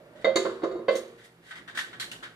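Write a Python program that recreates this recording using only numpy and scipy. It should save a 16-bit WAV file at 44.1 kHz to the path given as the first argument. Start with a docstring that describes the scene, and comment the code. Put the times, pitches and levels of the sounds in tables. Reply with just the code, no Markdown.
"""A heavy ceramic lid knocks on its toilet tank as it is shifted and lifted off in a small tiled bathroom.
Each knock sets both lid and tank ringing and echoes off the tiles. The rim scrapes free,
then friction makes soft gritty scuffs as the lid is carried and turned in the hands.
A low room noise lies under it all."""
import sys
import numpy as np
from scipy import signal
from scipy.fft import rfft, irfft, next_fast_len
from scipy.io import wavfile

SR = 44100
rng = np.random.default_rng(int(sys.argv[2]) if len(sys.argv) > 2 else 0)


def persist_wave(psi):
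    """Save psi, clipped to +-1, as 16-bit WAV."""
    counts = np.round(np.clip(psi, -1, 1) * 32767).astype(np.int16)
    wavfile.write(sys.argv[1], SR, np.atleast_2d(counts).T)


N = 103635
TIME = np.arange(N) / SR

# The lid hits the tank: t/s, tank/dB, lid/dB, treble/dB, clack/dB, crack/dB, dull above/Hz
KNOCKS = [(.2445, -7, -1, 0.5, -1, -6, 3800), (.269, -21.5, -2.5, -13, -11.5, -15, 3390),
          (.357, 1.5, -10, -3, -1.5, 0, 12000), (.451, -6.5, -10, -16.5, 0.5, -16, 5220),
          (.618, -15.5, -24.5, -16.5, -11.5, -25, 4020), (.633, 1, -10.5, -25, -4, -16, 7130),
          (.712, -14, -19, -19.5, -19, -33, 7000), (.754, -9, -22, -27.5, -19.5, -41.5, 5000),
          (.792, -14.5, -21, -26.5, -24, -43.5, 4008), (.883, -6.5, -1, -11.5, -4.5, -5, 4390),
          (.950, -9, -15.5, -13.5, -20, -18, 9000)]
# The tones of each part: f/Hz, level/dB, time to fade by 60 dB (t60)/s, left over right/dB
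TANK_TONES = [(234.74, -42.5, 0.74, 1.5), (338.84, -31.5, .5, -5.5), (355.1, -30, .62, -1),
              (382.6, -28, .58, -4.5), (427.4, -34, 0.522, -6), (694, -35.5, 0.382, 15),
              (1030.9, -39.5, 0.274, -0.5), (1217.2, -40.5, 0.482, -3), (1381.6, -46, 0.28, 11),
              (2123.4, -30, 0.2, -0.5), (3725, -33.5, 0.21, 2.5), (3785, -31, 0.311, 2),
              (4024, -42.5, .29, -1), (4454, -29.5, 0.2675, -2), (6334, -36, 0.339, -9.5),
              (7049, -31.5, 0.317, -4), (7133, -40, .3, -4), (9270, -39.5, .2, -11),
              (11910, -43.5, .2, 2.5)]
LID_TONES = [(212.37, -42.5, 0.487, 0.5), (468.6, -27.5, 0.739, 2), (506.9, -19.5, .28, -6.5),
             (533.7, -17, 0.3373, -8.5), (611.3, -26, 0.29, -8.5), (646.3, -26, 0.29, -11),
             (1082.1, -36.5, .5, 0), (1164.3, -42, 0.39, 0), (1523, -44, 0.29, 13), (1608, -43, 0.28, 2.5),
             (1983, -34, 0.36, 19), (2060, -19, 0.27, -0.5), (3241, -41, 0.37, -13.5),
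             (3690, -28.5, 0.242, 21.5), (4580, -40.5, 0.17, -0.5), (5560, -52, 0.35, 16),
             (7500, -41.5, 0.33, 5)]
def ceramic_ring():
    """Every knock rings both tank and lid, in a mix set by where they meet."""
    start, tank_db, lid_db, treble_db, _, _, dull_hz = np.transpose(KNOCKS)
    tank = struck(TANK_TONES, list(zip(start, tank_db, treble_db, dull_hz)))
    lid = struck(LID_TONES, list(zip(start, lid_db, treble_db, dull_hz)))
    return tank + lid


def struck(tones, blows, swell_t60=.02146, drop_t60=.0489, waver=.299):
    """Blows ring one piece of ceramic: each tone swells, drops quickly, then rings on and wavers."""
    start, blow_db, treble_db, dull_hz = np.transpose(blows)
    out, extra = np.zeros((2, N)), from_db(5.5)
    for hz, db, t60, side_db in tones:
        treble = np.clip(np.log2(hz / 1100), 0, 1) * treble_db
        clicks = np.zeros(N)
        clicks[(start * SR).astype(int)] = from_db(db + blow_db + treble) * soften(hz, dull_hz)
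        tone = ring(clicks, hz, t60) + extra * ring(clicks, hz, drop_t60)
        tone -= (1 + extra) * ring(clicks, hz, swell_t60)  # makes it swell from silence
        tone *= 1 + waver * wander(25 * np.sqrt(hz / 1000))
        out += pan(side_db) * tone
    return delay_left(*out, lag_s=.00003)


# The rim touches, then drags free: t/s, level/dB, treble/dB, dull above/Hz
RIM_TOUCHES = [(.451, -6.5, -8, 5000), (.633, -8.5, -11, 6000), (.881, 0, -1, 6970)]
SCRAPE = (.953, -1, -1, 12000)
# The tones this wakes: f/Hz, level/dB, t60/s, left over right/dB
RIM_TONES = [(1035, -36.5, .25, 0.5), (1093.5, -34.5, 0.306, 0.5), (1525.4, -36.5, 0.227, 11),
             (1671, -41.5, 0.34, 0), (2628, -44, 0.296, 0), (3121, -40, 0.208, -0.5),
             (4542, -41.5, .24, -1), (4597, -46.5, 0.204, -1)]
SCRAPE_TONES = [(4030, -55, .21, -1), (5498, -48.5, 0.344, 0), (6455, -47.5, 0.262, -5.5)]
def rim_ring():
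    """Touches along the rim ring its harsher tones; the last scrape leaves a thin high ring."""
    return struck(RIM_TONES, RIM_TOUCHES) + struck(SCRAPE_TONES, [SCRAPE])


# Tone colour of the echo: f/Hz, level/dB
ECHO_COLOUR = [(41, -94.5), (151, -75), (261, -64), (371, -43), (561, -40), (801, -50.5), (1101, -44),
               (2001, -44), (2551, -49), (4151, -41.5), (5601, -58.5), (7501, -49), (11001, -60),
               (15001, -77.5)]
# Edges of a knock's tank, lid, clack and crack ranges, low to high: f/Hz
RANGE_EDGES = [382, 488, 653, 970, 1360, 2040]
def tile_echo(rise_s=.00535, crack_t60=.0796, tail_t60=.5815):
    """Each knock gives a short crack of noise and a dense echo between the tiled walls."""
    start, tank, lid, _, clack, crack, dull_hz = np.transpose(KNOCKS)
    age = np.maximum(TIME - start[:, None], 0)
    fade = decay(age, tail_t60) + from_db(10) * decay(age, crack_t60)
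    power = ((1 - np.exp(-age / rise_s)) * fade) ** 2
    knock_colours = np.transpose([tank, lid, lid, clack, clack, crack])
    out = 0
    for hz, band in noise_bands():
        knock_db = [np.interp(np.log(hz), np.log(RANGE_EDGES), colour) for colour in knock_colours]
        strength = from_db(knock_db) * soften(hz, dull_hz)
        out += from_db(at_hz(ECHO_COLOUR, hz)) * np.sqrt(strength ** 2 @ power) * band
    return out


def thud(start=.73, db=-50, hz=32.5, t60=.02):
    """A faint deep push as the lid's weight lands."""
    age = np.maximum(TIME - start, 0)
    return from_db(db) * np.sin(2 * np.pi * hz * age) * decay(age, t60)


# Short rubs on the lid: t/s, level/dB, swell/s, hold/s, brightness/(dB per octave), hollow tone/Hz
SCUFFS = [(0.153, -26, 0.0074, 0.064, -1, 1920), (0.21, -22.5, 0.0054, 0.01, 0, 1988),
          (0.899, -13.5, 0.0224, 0.0187, 1.5, 3200), (0.953, -11.5, 0.0024, 0.0149, 6.5, 6460),
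          (1.163, -24, 0.0306, 0.034, 0.5, 1885), (1.232, -22, 0.0132, 0.0114, 4, 1978),
          (1.415, -19, 0.0774, 0.0194, 1, 1893), (1.507, -8, 0.0043, 0.0051, -3.5, 1870),
          (1.55, -13.5, 0.0063, 0.0281, -1.5, 1962), (1.675, -10.5, 0.00414, 0.0199, -3, 1713),
          (1.745, -7, 0.0107, 0.0225, -0.5, 1680), (1.771, 3, 0.0041, 0.025, 0, 1795),
          (1.856, -26, 0.0097, 0.019, -4.5, 1710), (1.929, -11, 0.00127, 0.01, -5.5, 1610),
          (1.997, -1, 0.00213, 0.017, 2.5, 4157), (2.019, -9, 0.0027, 0.015, 2.5, 1956),
          (2.114, -6.5, 0.00147, 0.0068, 3, 2883), (2.225, -5.5, 0.00847, 0.0114, -3, 1553)]
def scuffs():
    """Friction makes hiss, grit, a faint ring and a hollow note; hiss and note linger in the room."""
    *_, brightness, hollow_hz = np.transpose(SCUFFS)
    power = scuff_power(t60=.194) + from_db(-8) ** 2 * scuff_power(t60=.503)  # scuff + room tail
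    hiss = scuff_hiss(power, brightness)
    return hiss + scuff_grit(brightness) + scuff_ring(brightness) + scuff_slips(power, hollow_hz)


def scuff_power(t60):
    """Power over time, one row a scuff: it swells, holds and dies away."""
    out, age = np.zeros((len(SCUFFS), N)), TIME[:SR // 2]
    for row, (start, db, swell, hold, _, _) in zip(out, SCUFFS):
        level = from_db(db) * np.minimum(age / swell, 1) * decay(age - swell - hold, t60)
        part = row[int(start * SR):][:len(level)]
        part += level[:len(part)] ** 2
    return out


# Tone colour of the friction: f/Hz, level/dB
SCUFF_COLOUR = [(50, -91.5), (200, -75), (510, -65.5), (860, -61.5), (1260, -49), (1660, -45.5),
                (2010, -45), (2520, -52.5), (3000, -42.5), (3850, -46), (5450, -55.5), (8450, -51.5),
                (11050, -59), (14950, -73)]
def scuff_hiss(power, brightness, pivot_hz=2414):
    """Rubbing hisses, brighter in some scuffs and duller in others."""
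    out = 0
    for hz, band in noise_bands():
        tilt = from_db(brightness * max(np.log2(hz / pivot_hz), -1))
        out += from_db(at_hz(SCUFF_COLOUR, hz)) * np.sqrt(tilt ** 2 @ power) * band
    return out


def scuff_grit(brightness, grains_per_s=1400):
    """Tiny grains click while the contact lasts, louder in bright scuffs."""
    grains = (rng.random(N) < grains_per_s / SR) * rng.choice([-1, 1], N) * uneven(-2)
    passband = signal.butter(1, [1500, 7000], "band", fs=SR, output="sos")
    grit = rms_one(signal.sosfilt(passband, grains + 1e-18))
    grit *= from_db(at_hz(SCUFF_COLOUR, 4400) - 6)
    grit *= np.sqrt(from_db(brightness) ** 2 @ scuff_power(t60=.03))
    return delay_left(grit, grit, LEFT_LAG_S)


# Tones stirred by rubbing: f/Hz, level/dB
SCUFF_TONES = [(1532, -42), (1682, -46.5), (1884, -44.5), (3222, -51), (3689, -53)]
def scuff_ring(brightness, width_hz=19.3):
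    """Rubbing stirs a few ringing tones, louder in dull scuffs."""
    level = np.sqrt(from_db(-brightness) @ scuff_power(t60=.246))
    out = 0
    for hz, db in SCUFF_TONES:
        out += from_db(db) * level * np.array([ringing_noise(hz, width_hz) for _ in range(2)])
    return out


def scuff_slips(power, hollow_hz, slips_per_s=700, t60=.0062, db=-37.5):
    """Each scuff is a run of uneven little slips that ring one hollow note of its own."""
    out = np.zeros((2, N))
    for hz, scuff in zip(hollow_hz, power):
        slips = (rng.random(N) < slips_per_s / SR) * uneven(4) * rng.choice([-1, 1], (2, N))
        jolts = np.diff(slips, prepend=0)
        out += np.sqrt(scuff) * rms_one(ring(ring(jolts, hz, t60), hz, t60))
    return from_db(db) * out


# Loudness of the sliding lid: t/s, level/dB
SLIDE_LEVEL = [(0, -55.5), (.09, -52), (.135, -61.5), (.166, -47), (.2, -56), (.25, -57)]
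def lid_slide(hz=591.5, width_hz=36):
    """The lid hums faintly as it slides on its seat, leading into the first knock."""
    times, db = np.transpose(SLIDE_LEVEL)
    level = from_db(np.interp(TIME, times, db)) * decay(TIME - times[-1], t60=.1)
    return level * ringing_noise(hz, width_hz) * pan(at_hz(BALANCE, hz))


# The room's steady noise and its bass tones: f/Hz, level/dB
ROOM_COLOUR = [(25, -106), (43, -95.5), (59, -85.5), (91, -93), (123, -80), (146, -80), (176, -74),
               (241, -71), (352, -69.5), (602, -69.5), (902, -73.5), (1802, -71), (2602, -76), (4002, -79),
               (6200, -85.5), (10001, -81), (15001, -88.5)]
ROOM_TONES = [(57, -80), (121, -68.5), (169, -66), (348, -68)]
# How the low part swells: t/s, level/dB
ROOM_SWELL = [(0, 1.5), (.2, 5.5), (.8, 5), (1.15, 1.5), (1.35, -4), (1.5, -3), (1.6, 1), (2.0, 5),
              (2.15, 4.5), (2.35, 1)]
def room_noise(width_hz=7.22):
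    """Low noise and bass tones of the room, rising and falling as someone moves about."""
    swell_db = np.interp(TIME, *np.transpose(ROOM_SWELL))
    out = 0
    for hz, band in noise_bands():
        out += from_db(at_hz(ROOM_COLOUR, hz) + swell_db / (1 + (hz / 2000) ** 2)) * band
    for hz, db in ROOM_TONES:
        out += from_db(db + swell_db) * ringing_noise(hz, width_hz) * pan(at_hz(BALANCE, hz))
    return out


# How alike left and right sound: f/Hz, likeness (0 to 1)
LIKENESS = [(100, 0.91), (500, 0.984), (1400, 0.338), (3000, 0.405), (8000, 0.11), (15000, 0.17)]
# Which side is louder: f/Hz, left over right/dB
BALANCE = [(100, 0.5), (220, -3), (380, -4.5), (600, -6), (1100, 0), (2400, -0.5), (4400, -1.5),
           (8200, -9.5), (13000, 8.5)]
LEFT_LAG_S = .0001726
def noise_bands():
    """Stereo noise in slices a third of an octave apart: yields (Hz, band)."""
    freqs = np.maximum(np.arange(N // 2 + 1) * SR / N, 1)
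    shared, opposed = rfft(rng.standard_normal((2, N)))
    alike = np.clip(at_hz(LIKENESS, freqs), 0, .99)
    both = np.sqrt(1 + alike) * shared + np.sqrt(1 - alike) * opposed * [[1], [-1]]
    both[0] *= np.exp(-2j * np.pi * freqs * LEFT_LAG_S)  # the left arrives later
    size = next_fast_len(N)
    spectrum = rfft(irfft(both, N), size)
    octave = np.log2(np.maximum(np.arange(size // 2 + 1) * SR / size, 1))
    for hz in 1000 * 2 ** (np.arange(-16, 13) / 3):
        mask = np.sqrt(np.maximum(1 - 3 * np.abs(octave - np.log2(hz)), 0))
        yield hz, rms_one(irfft(spectrum * mask, size)[:, :N]) * pan(at_hz(BALANCE, hz))


def ring(drive, hz, t60):
    """Each click in the drive starts a fading sine wave of the same height."""
    keep, step = decay(1 / SR, t60), 2 * np.pi * hz / SR
    return signal.lfilter([0, np.sin(step)], [1, -2 * keep * np.cos(step), keep * keep], drive + 1e-18)


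def ringing_noise(hz, width_hz):
    """Noise rung twice at one pitch becomes an unsteady tone."""
    t60, run_in = np.log(1000) / (2 * np.pi * width_hz), SR // 10
    noise = rng.standard_normal(N + run_in)
    return rms_one(ring(ring(noise, hz, t60), hz, t60)[-N:])


def wander(width_hz):
    """A slow random wobble."""
    freqs = np.fft.rfftfreq(4096, 32 / SR)
    slow = irfft(rfft(rng.standard_normal(4096)) / (1 + (freqs / width_hz) ** 2))
    return rms_one(np.interp(np.arange(N) / 32, np.arange(len(slow)), slow))


def uneven(step_db):
    """Random click sizes, up to three steps away from full size."""
    return from_db(step_db * np.minimum(rng.exponential(1, N), 3))


def soften(hz, dull_hz, steepness=3.43):
    """A soft contact loses its high tones."""
    return 1 / np.sqrt(1 + (hz / dull_hz) ** (2 * steepness))


def decay(age, t60):
    """Fade by 60 dB every t60 seconds."""
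    return np.exp(-np.log(1000) * np.maximum(age, 0) / t60)


def pan(db):
    """Left and right gains, the left louder by db."""
    return rms_one(from_db(np.array([[db], [-db]]) / 2))


def delay_left(left, right, lag_s):
    """The sound reaches the left side a moment later."""
    return np.array([np.interp(TIME - lag_s, TIME, left), right])


def at_hz(points, hz):
    """Read between a table's rows by pitch."""
    freqs, values = np.transpose(points)
    return np.interp(np.log(hz), np.log(freqs), values)


def from_db(db):
    """Decibels to gain."""
    return 10 ** (np.asarray(db) / 20)


def rms_one(x):
    """Scale to an average power of one."""
    return x / np.sqrt(np.mean(np.abs(x) ** 2) + 1e-20)


def scene():
    """All sources together."""
    return ceramic_ring() + rim_ring() + tile_echo() + thud() + scuffs() + lid_slide() + room_noise()


def record(dry, cutoff_hz=15400):
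    """The highest treble is cut off steeply."""
    return signal.sosfilt(signal.ellip(10, .2, 80, cutoff_hz, fs=SR, output="sos"), dry)


dry = scene()
out = record(dry)
persist_wave(out)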